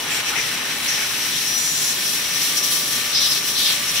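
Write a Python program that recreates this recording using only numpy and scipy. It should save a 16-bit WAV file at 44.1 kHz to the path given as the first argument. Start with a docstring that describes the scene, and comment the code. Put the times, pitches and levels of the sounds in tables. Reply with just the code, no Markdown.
"""A surging roar and hiss of air with a thin whine in it: a handheld electric duster at full speed,
blowing out a graphics card in a small room. The jet surges as the nozzle sweeps the card, and the
edges and gaps it crosses sing briefly as breathy whistles. The fan whines at its blade rate, with
weaker motor lines, over the steady low body of the air it draws."""
import sys
import numpy as np
from scipy import signal
from scipy.fft import rfft, irfft
from scipy.io import wavfile
from scipy.ndimage import uniform_filter1d

SR = 44100
rng = np.random.default_rng(int(sys.argv[2]) if len(sys.argv) > 2 else 0)


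def master_out(mix):
    """Clip the mix to full scale and print it as 16-bit PCM to the path in sys.argv[1]."""
    frames = np.transpose(np.atleast_2d(mix))
    ceiling = np.clip(frames, -1, 1)
    pcm = np.round(ceiling * 32767).astype(np.int16)
    wavfile.write(sys.argv[1], SR, pcm)


N = 176400
FLUTTER_DB, FLUTTER_RATE = .5, 62  # turbulence: spread of the level, changes per second


def jet():
    """The jet strikes the card; turbulence makes all its layers flutter together."""
    air = low_roar() + roar() + hiss() + rush() + nozzle_resonance()
    return air * undb(FLUTTER_DB * walk(FLUTTER_RATE))


# Colour of the roar: f/Hz, level/dB
ROAR_SPECTRUM = [(400, -21), (900, -15.5), (1350, -6), (1750, -1), (2300, 0.5), (3000, -2), (4200, -11),
                 (6000, -11), (15500, -40)]
# Its surges: t/s, relative level/dB
ROAR_ENVELOPE = [(0.0, -34), (0.12, -27), (0.13, -30), (0.15, -27.5), (0.21, -25), (0.22, -30.5),
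                 (0.28, -27.5), (0.68, -29.5), (0.71, -25), (0.76, -31), (0.93, -26.5), (0.97, -28.5),
                 (1.02, -25.5), (1.09, -31), (1.15, -29), (1.73, -34), (2.03, -30.5), (2.14, -36),
                 (2.16, -30), (2.56, -30.5), (2.6, -33.5), (2.67, -31.5), (2.9, -34.5), (2.99, -29),
                 (3.6, -34), (3.69, -29.5), (3.78, -29.5), (4.0, -30)]
def roar():
    """The midrange of the jet on the card, surging as the nozzle sweeps."""
    return noise(ROAR_SPECTRUM) * undb(curve(ROAR_ENVELOPE) - .5)


# Colour of the hiss: f/Hz, level/dB
HISS_SPECTRUM = [(2000, -23), (4500, 7), (6200, -8.5), (6800, 1), (7700, 4), (8200, -5), (9000, -12.5),
                 (9750, 8), (10300, 0.5), (10700, 5.5), (11200, -1.5), (11750, 7), (12300, 2.5),
                 (12900, -1), (15500, 0)]
# Its surges: t/s, relative level/dB
HISS_ENVELOPE = [(0.0, -35), (0.07, -40), (0.15, -32), (0.23, -39), (0.29, -33.5), (0.32, -37), (0.54, -34),
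                 (0.58, -38.5), (0.82, -34.5), (0.86, -31), (0.93, -33.5), (1.79, -29.5), (1.89, -28.5),
                 (1.95, -31.5), (2.14, -28), (2.18, -31.5), (2.31, -31.5), (2.47, -26), (2.53, -31),
                 (2.58, -25.5), (2.62, -33), (2.64, -25.5), (2.7, -29), (2.73, -23.5), (2.86, -31),
                 (2.93, -28.5), (3.19, -35), (3.22, -29), (3.32, -29.5), (3.34, -29), (3.43, -34),
                 (3.48, -27), (3.55, -33), (3.59, -27), (3.72, -28.5), (3.78, -32), (3.9, -31.5),
                 (3.91, -30.5), (3.98, -29.5), (4.0, -31)]
def hiss():
    """The bright top of the jet on the card, with surges of its own."""
    return noise(HISS_SPECTRUM) * undb(curve(HISS_ENVELOPE) + 1.5)


# Colour of the rush: f/Hz, level/dB
RUSH_SPECTRUM = [(1200, -22.5), (2300, -6.5), (3300, 1), (3700, -0.5), (4100, 1.5), (4700, -12), (5100, -3),
                 (6500, -15), (9000, -5), (15500, -44)]
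def rush(level_db=-30):
    """Upper-mid air that partly rides the surges of both hiss and roar."""
    hiss_db, roar_db = curve(HISS_ENVELOPE), curve(ROAR_ENVELOPE)
    ride_db = .69 * (hiss_db - hiss_db.mean()) + .42 * (roar_db - roar_db.mean())
    return noise(RUSH_SPECTRUM) * undb(level_db + ride_db)


# Swells of the airy resonance: t/s, relative level/dB
NOZZLE_ENVELOPE = [(0.0, -38), (0.17, -32), (0.24, -38), (0.28, -27.5), (0.33, -38.5), (0.4, -28.5),
                   (0.47, -35.5), (0.57, -35), (0.6, -40), (0.71, -34.5), (0.85, -40.5), (0.89, -25.5),
                   (1.08, -33.5), (1.34, -31), (1.46, -29), (1.89, -29), (1.98, -33.5), (2.03, -28.5),
                   (2.32, -32.5), (2.37, -27.5), (2.55, -30.5), (2.57, -27.5), (3.12, -32.5), (3.15, -29),
                   (3.24, -28.5), (3.3, -35), (3.31, -27), (3.42, -31), (3.64, -29.5), (3.84, -32.5),
                   (3.9, -26), (3.92, -36), (3.98, -25.5), (4.0, -35)]
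def nozzle_resonance(trim_db=1, flutter_db=1.2, surge_s=.25):
    """The tool's own airy resonance flutters and lifts with the short surges of the hiss."""
    hiss_db = curve(HISS_ENVELOPE)
    surge_db = hiss_db - uniform_filter1d(hiss_db, int(surge_s * SR))
    level_db = curve(NOZZLE_ENVELOPE) + .27 * surge_db + flutter_db * walk(FLUTTER_RATE)
    return resonance(hz=5677, width_hz=910) * undb(level_db + trim_db)


# Colour of the low roar: f/Hz, level/dB
LOW_ROAR_SPECTRUM = [(200, -16), (400, -2.5), (620, -5), (850, -0.5), (1200, -0.5), (1500, -3),
                     (2200, -20.5), (5000, -35)]
# Its swells: t/s, relative level/dB
LOW_ROAR_ENVELOPE = [(0.0, -34.5), (0.26, -36), (0.33, -34), (0.41, -36), (1.12, -38.5), (1.36, -41.5),
                     (3.0, -39), (3.99, -40.5), (4.0, -60)]
def low_roar():
    """The weight under the roar, deepest when the jet blows into the card's fans."""
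    return noise(LOW_ROAR_SPECTRUM) * undb(curve(LOW_ROAR_ENVELOPE) - 1)


# Whistle cues: start t/s, length/s, centre f/Hz, width/Hz, level/dB
EDGE_CROSSINGS = [(0.088, 0.078, 2560, 1200, -30.5), (.1, 0.096, 7400, 1200, -34.5),
                  (0.265, 0.038, 2480, 900, -28), (0.309, .05, 1390, 500, -31.5),
                  (0.308, .08, 840, 300, -38), (0.356, .05, 2200, 700, -24), (0.854, .07, 2100, 700, -33.5),
                  (.98, .08, 1590, 500, -37), (1.324, 0.073, 3530, 1000, -30),
                  (1.574, 0.36, 6950, 2010, -31.5), (1.58, 0.13, 9900, 900, -42),
                  (1.8, .11, 10700, 800, -36), (2.567, .03, 5750, 500, -26), (2.629, .025, 5770, 500, -24),
                  (3.128, 0.16, 3880, 1500, -26), (3.206, 0.063, 3860, 1200, -26),
                  (3.145, .055, 5140, 650, -20.5), (3.223, 0.098, 5200, 450, -26.5),
                  (3.315, 0.02, 5160, 600, -20.5), (3.296, 0.1, 3830, 1500, -30),
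                  (3.551, 0.17, 3820, 1540, -24.5), (3.653, 0.092, 3380, 1410, -25),
                  (3.658, .025, 5100, 450, -25), (3.955, .07, 3070, 1800, -24)]
def edge_whistles(attack_s=.011, release_s=.02):
    """Breathy whistles that swell and die while the jet lies on an edge or a gap."""
    t, whistles = np.arange(N) / SR, 0
    for start, length, hz, width_hz, db in EDGE_CROSSINGS:
        fade_in = np.clip(.5 + (t - start) / attack_s, 0, 1)
        fade_out = np.clip(.5 + (start + length - t) / release_s, 0, 1)
        whistles += resonance(hz, width_hz) * fade_in * fade_out * undb(db)
    return whistles * undb(FLUTTER_DB * walk(FLUTTER_RATE))


# Swells of the whine: t/s, level/dB
WHINE_ENVELOPE = [(0, -46), (.2, -42), (.85, -41), (1.2, -35.5), (1.4, -62), (1.48, -27.5), (1.58, -24),
                  (1.72, -33), (2, -40), (2.3, -37), (2.6, -37), (2.76, -32), (2.95, -40), (3.1, -47),
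                  (3.21, -24.5), (3.35, -33), (3.44, -38), (3.57, -30.5), (3.72, -32), (3.85, -52),
                  (4, -45)]
def blade_whine(clock, shaft_hz=584.7, blades=10):
    """The fan's thin whine, at the rate its blades pass."""
    return fading_tone(blades * shaft_hz * clock, curve(WHINE_ENVELOPE), pan_db=5, depth=.28)


# Motor and fan lines: f/Hz, level side-on/dB, level with intake to the front/dB, left minus right/dB
MOTOR_LINES = [(119, -56.5, -56.5, -0.5), (150.5, -54, -54.5, -2), (241.6, -54.5, -57, 5),
               (585, -57, -49.5, 2), (1172, -61, -44, 4), (1775, -43, -43, 4.5), (2960, -48, -57, -1),
               (3270, -50, -47, -3), (3875, -46, -52, -1), (11800, -52, -54, 4)]
def motor_lines(clock, turn_start_s=1.55, turn_end_s=2.5):
    """Weaker tones whose balance shifts as the tool turns its intake to the front."""
    lines = 0
    for hz, side_db, front_db, pan_db in MOTOR_LINES:
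        level_db = curve([(turn_start_s, side_db), (turn_end_s, front_db)])
        lines += fading_tone(hz * clock, level_db, pan_db, depth=.26)
    return lines


# Colour of the intake air: f/Hz, level/dB
FAN_AIR_SPECTRUM = [(20, -34), (31, -23), (42, -7), (65, -7.5), (80, -13), (98, -11), (120, 1.5),
                    (155, -1.5), (200, -0.5), (260, -1), (380, -3), (520, -9.5), (650, -12), (950, -10),
                    (1400, -14.5), (2500, -7.5), (6000, -44), (15500, -49)]
def fan_air(level_db=-39):
    """The steady low body of air drawn through the fan."""
    return noise(FAN_AIR_SPECTRUM) * undb(level_db)


# Stereo width: f/Hz, side minus mid/dB
ROOM_WIDTH = [(30, -38), (70, -31), (110, -34), (160, -22), (350, -6), (600, -4), (1150, -10), (1700, -4.5),
              (2400, -2.5), (3100, -4), (4500, 0), (5600, -5), (6700, 1), (8100, -1.5), (10000, 1.5),
              (10700, 1), (12200, -5), (13000, 1), (15500, 0.5)]
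# Stereo balance: f/Hz, left minus right/dB
ROOM_BALANCE = [(100, -0.5), (350, -1.5), (800, 2), (1700, 2), (2200, 1), (3300, 3.5), (4800, 1), (5800, 5),
                (6700, 1), (8000, 5), (9000, -7), (9900, 4.5), (10700, -6.5), (11300, -12), (11800, 6),
                (13000, 7.5), (15000, -2)]
def room(air, t60_s=.2, wet_share=.05):
    """Table and walls add a short tail; the air sounds narrow in the bass and wide in the treble."""
    t = np.arange(N) / SR
    tails = rng.standard_normal((2, N)) * undb(-60 * t / t60_s) * (t > .002)  # 2 ms pre-delay
    walls = rfft(tails / np.sqrt(np.sum(tails ** 2, axis=1, keepdims=True)))
    mid, side = rfft(air) * (np.sqrt(1 - wet_share) + np.sqrt(wet_share) * walls)
    side = side * over_bins(ROOM_WIDTH)
    lean = np.sqrt(over_bins(ROOM_BALANCE))
    return irfft(np.array([(mid + side) * lean, (mid - side) / lean]), N)


def undb(db):
    """Decibels to gain."""
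    return 10 ** (np.asarray(db) / 20)


def unit(x):
    """Scale to rms 1."""
    return x / np.sqrt(np.mean(x ** 2))


def curve(rows):
    """Join (t/s, value) rows by straight lines."""
    return np.interp(np.arange(N) / SR, *np.array(rows, float).T)


def over_bins(rows):
    """Gain per frequency bin from (f/Hz, level/dB) rows."""
    hz, db = np.array(rows, float).T
    return undb(np.interp(np.log(np.fft.rfftfreq(N, 1 / SR) + 1), np.log(hz), db))


def noise(spectrum):
    """Two unrelated noises (mid, side) with the given colour, rms 1."""
    return unit(irfft(rfft(rng.standard_normal((2, N))) * over_bins(spectrum), N))


def resonance(hz, width_hz):
    """Turbulence (mid, side) through a steep resonance, rms 1."""
    f = np.fft.rfftfreq(N, 1 / SR) + 1
    detune = (f / hz - hz / f) * hz / width_hz
    return unit(irfft(rfft(rng.standard_normal((2, N))) / (1 + detune ** 2), N))


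def walk(rate):
    """Smooth random drift of rms 1 that changes about rate times a second."""
    f = np.fft.rfftfreq(N, 1 / SR)
    smoothing = np.exp(-2 * (f / rate) ** 2) * (f > 0)
    return unit(irfft(rfft(rng.standard_normal(N)) * smoothing, N))


def fading_tone(cycles, db, pan_db, depth, fade_rate=22):
    """A sine that fades differently left and right as the tool moves."""
    fades = np.array([1 + depth * (walk(fade_rate) + 1j * walk(fade_rate)) for _ in range(2)])
    wave = (fades * np.exp(2j * np.pi * cycles)).real
    pan = undb(np.array([[pan_db], [-pan_db]]) / 2)
    return unit(wave) * undb(db) * pan


def scene():
    """The air in the room, with the whine and motor lines laid over it dry."""
    air = room(jet() + edge_whistles() + fan_air())
    clock = np.cumsum(1 + .000512 * walk(rate=4.5)) / SR  # all tones wander with the shaft's speed
    return air + blade_whine(clock) + motor_lines(clock)


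def record(dry, top_hz=15650):
    """A steep low-pass cuts the very top."""
    return signal.sosfilt(signal.ellip(12, .1, 90, top_hz, fs=SR, output="sos"), dry)


dry = scene()
out = record(dry)
master_out(out)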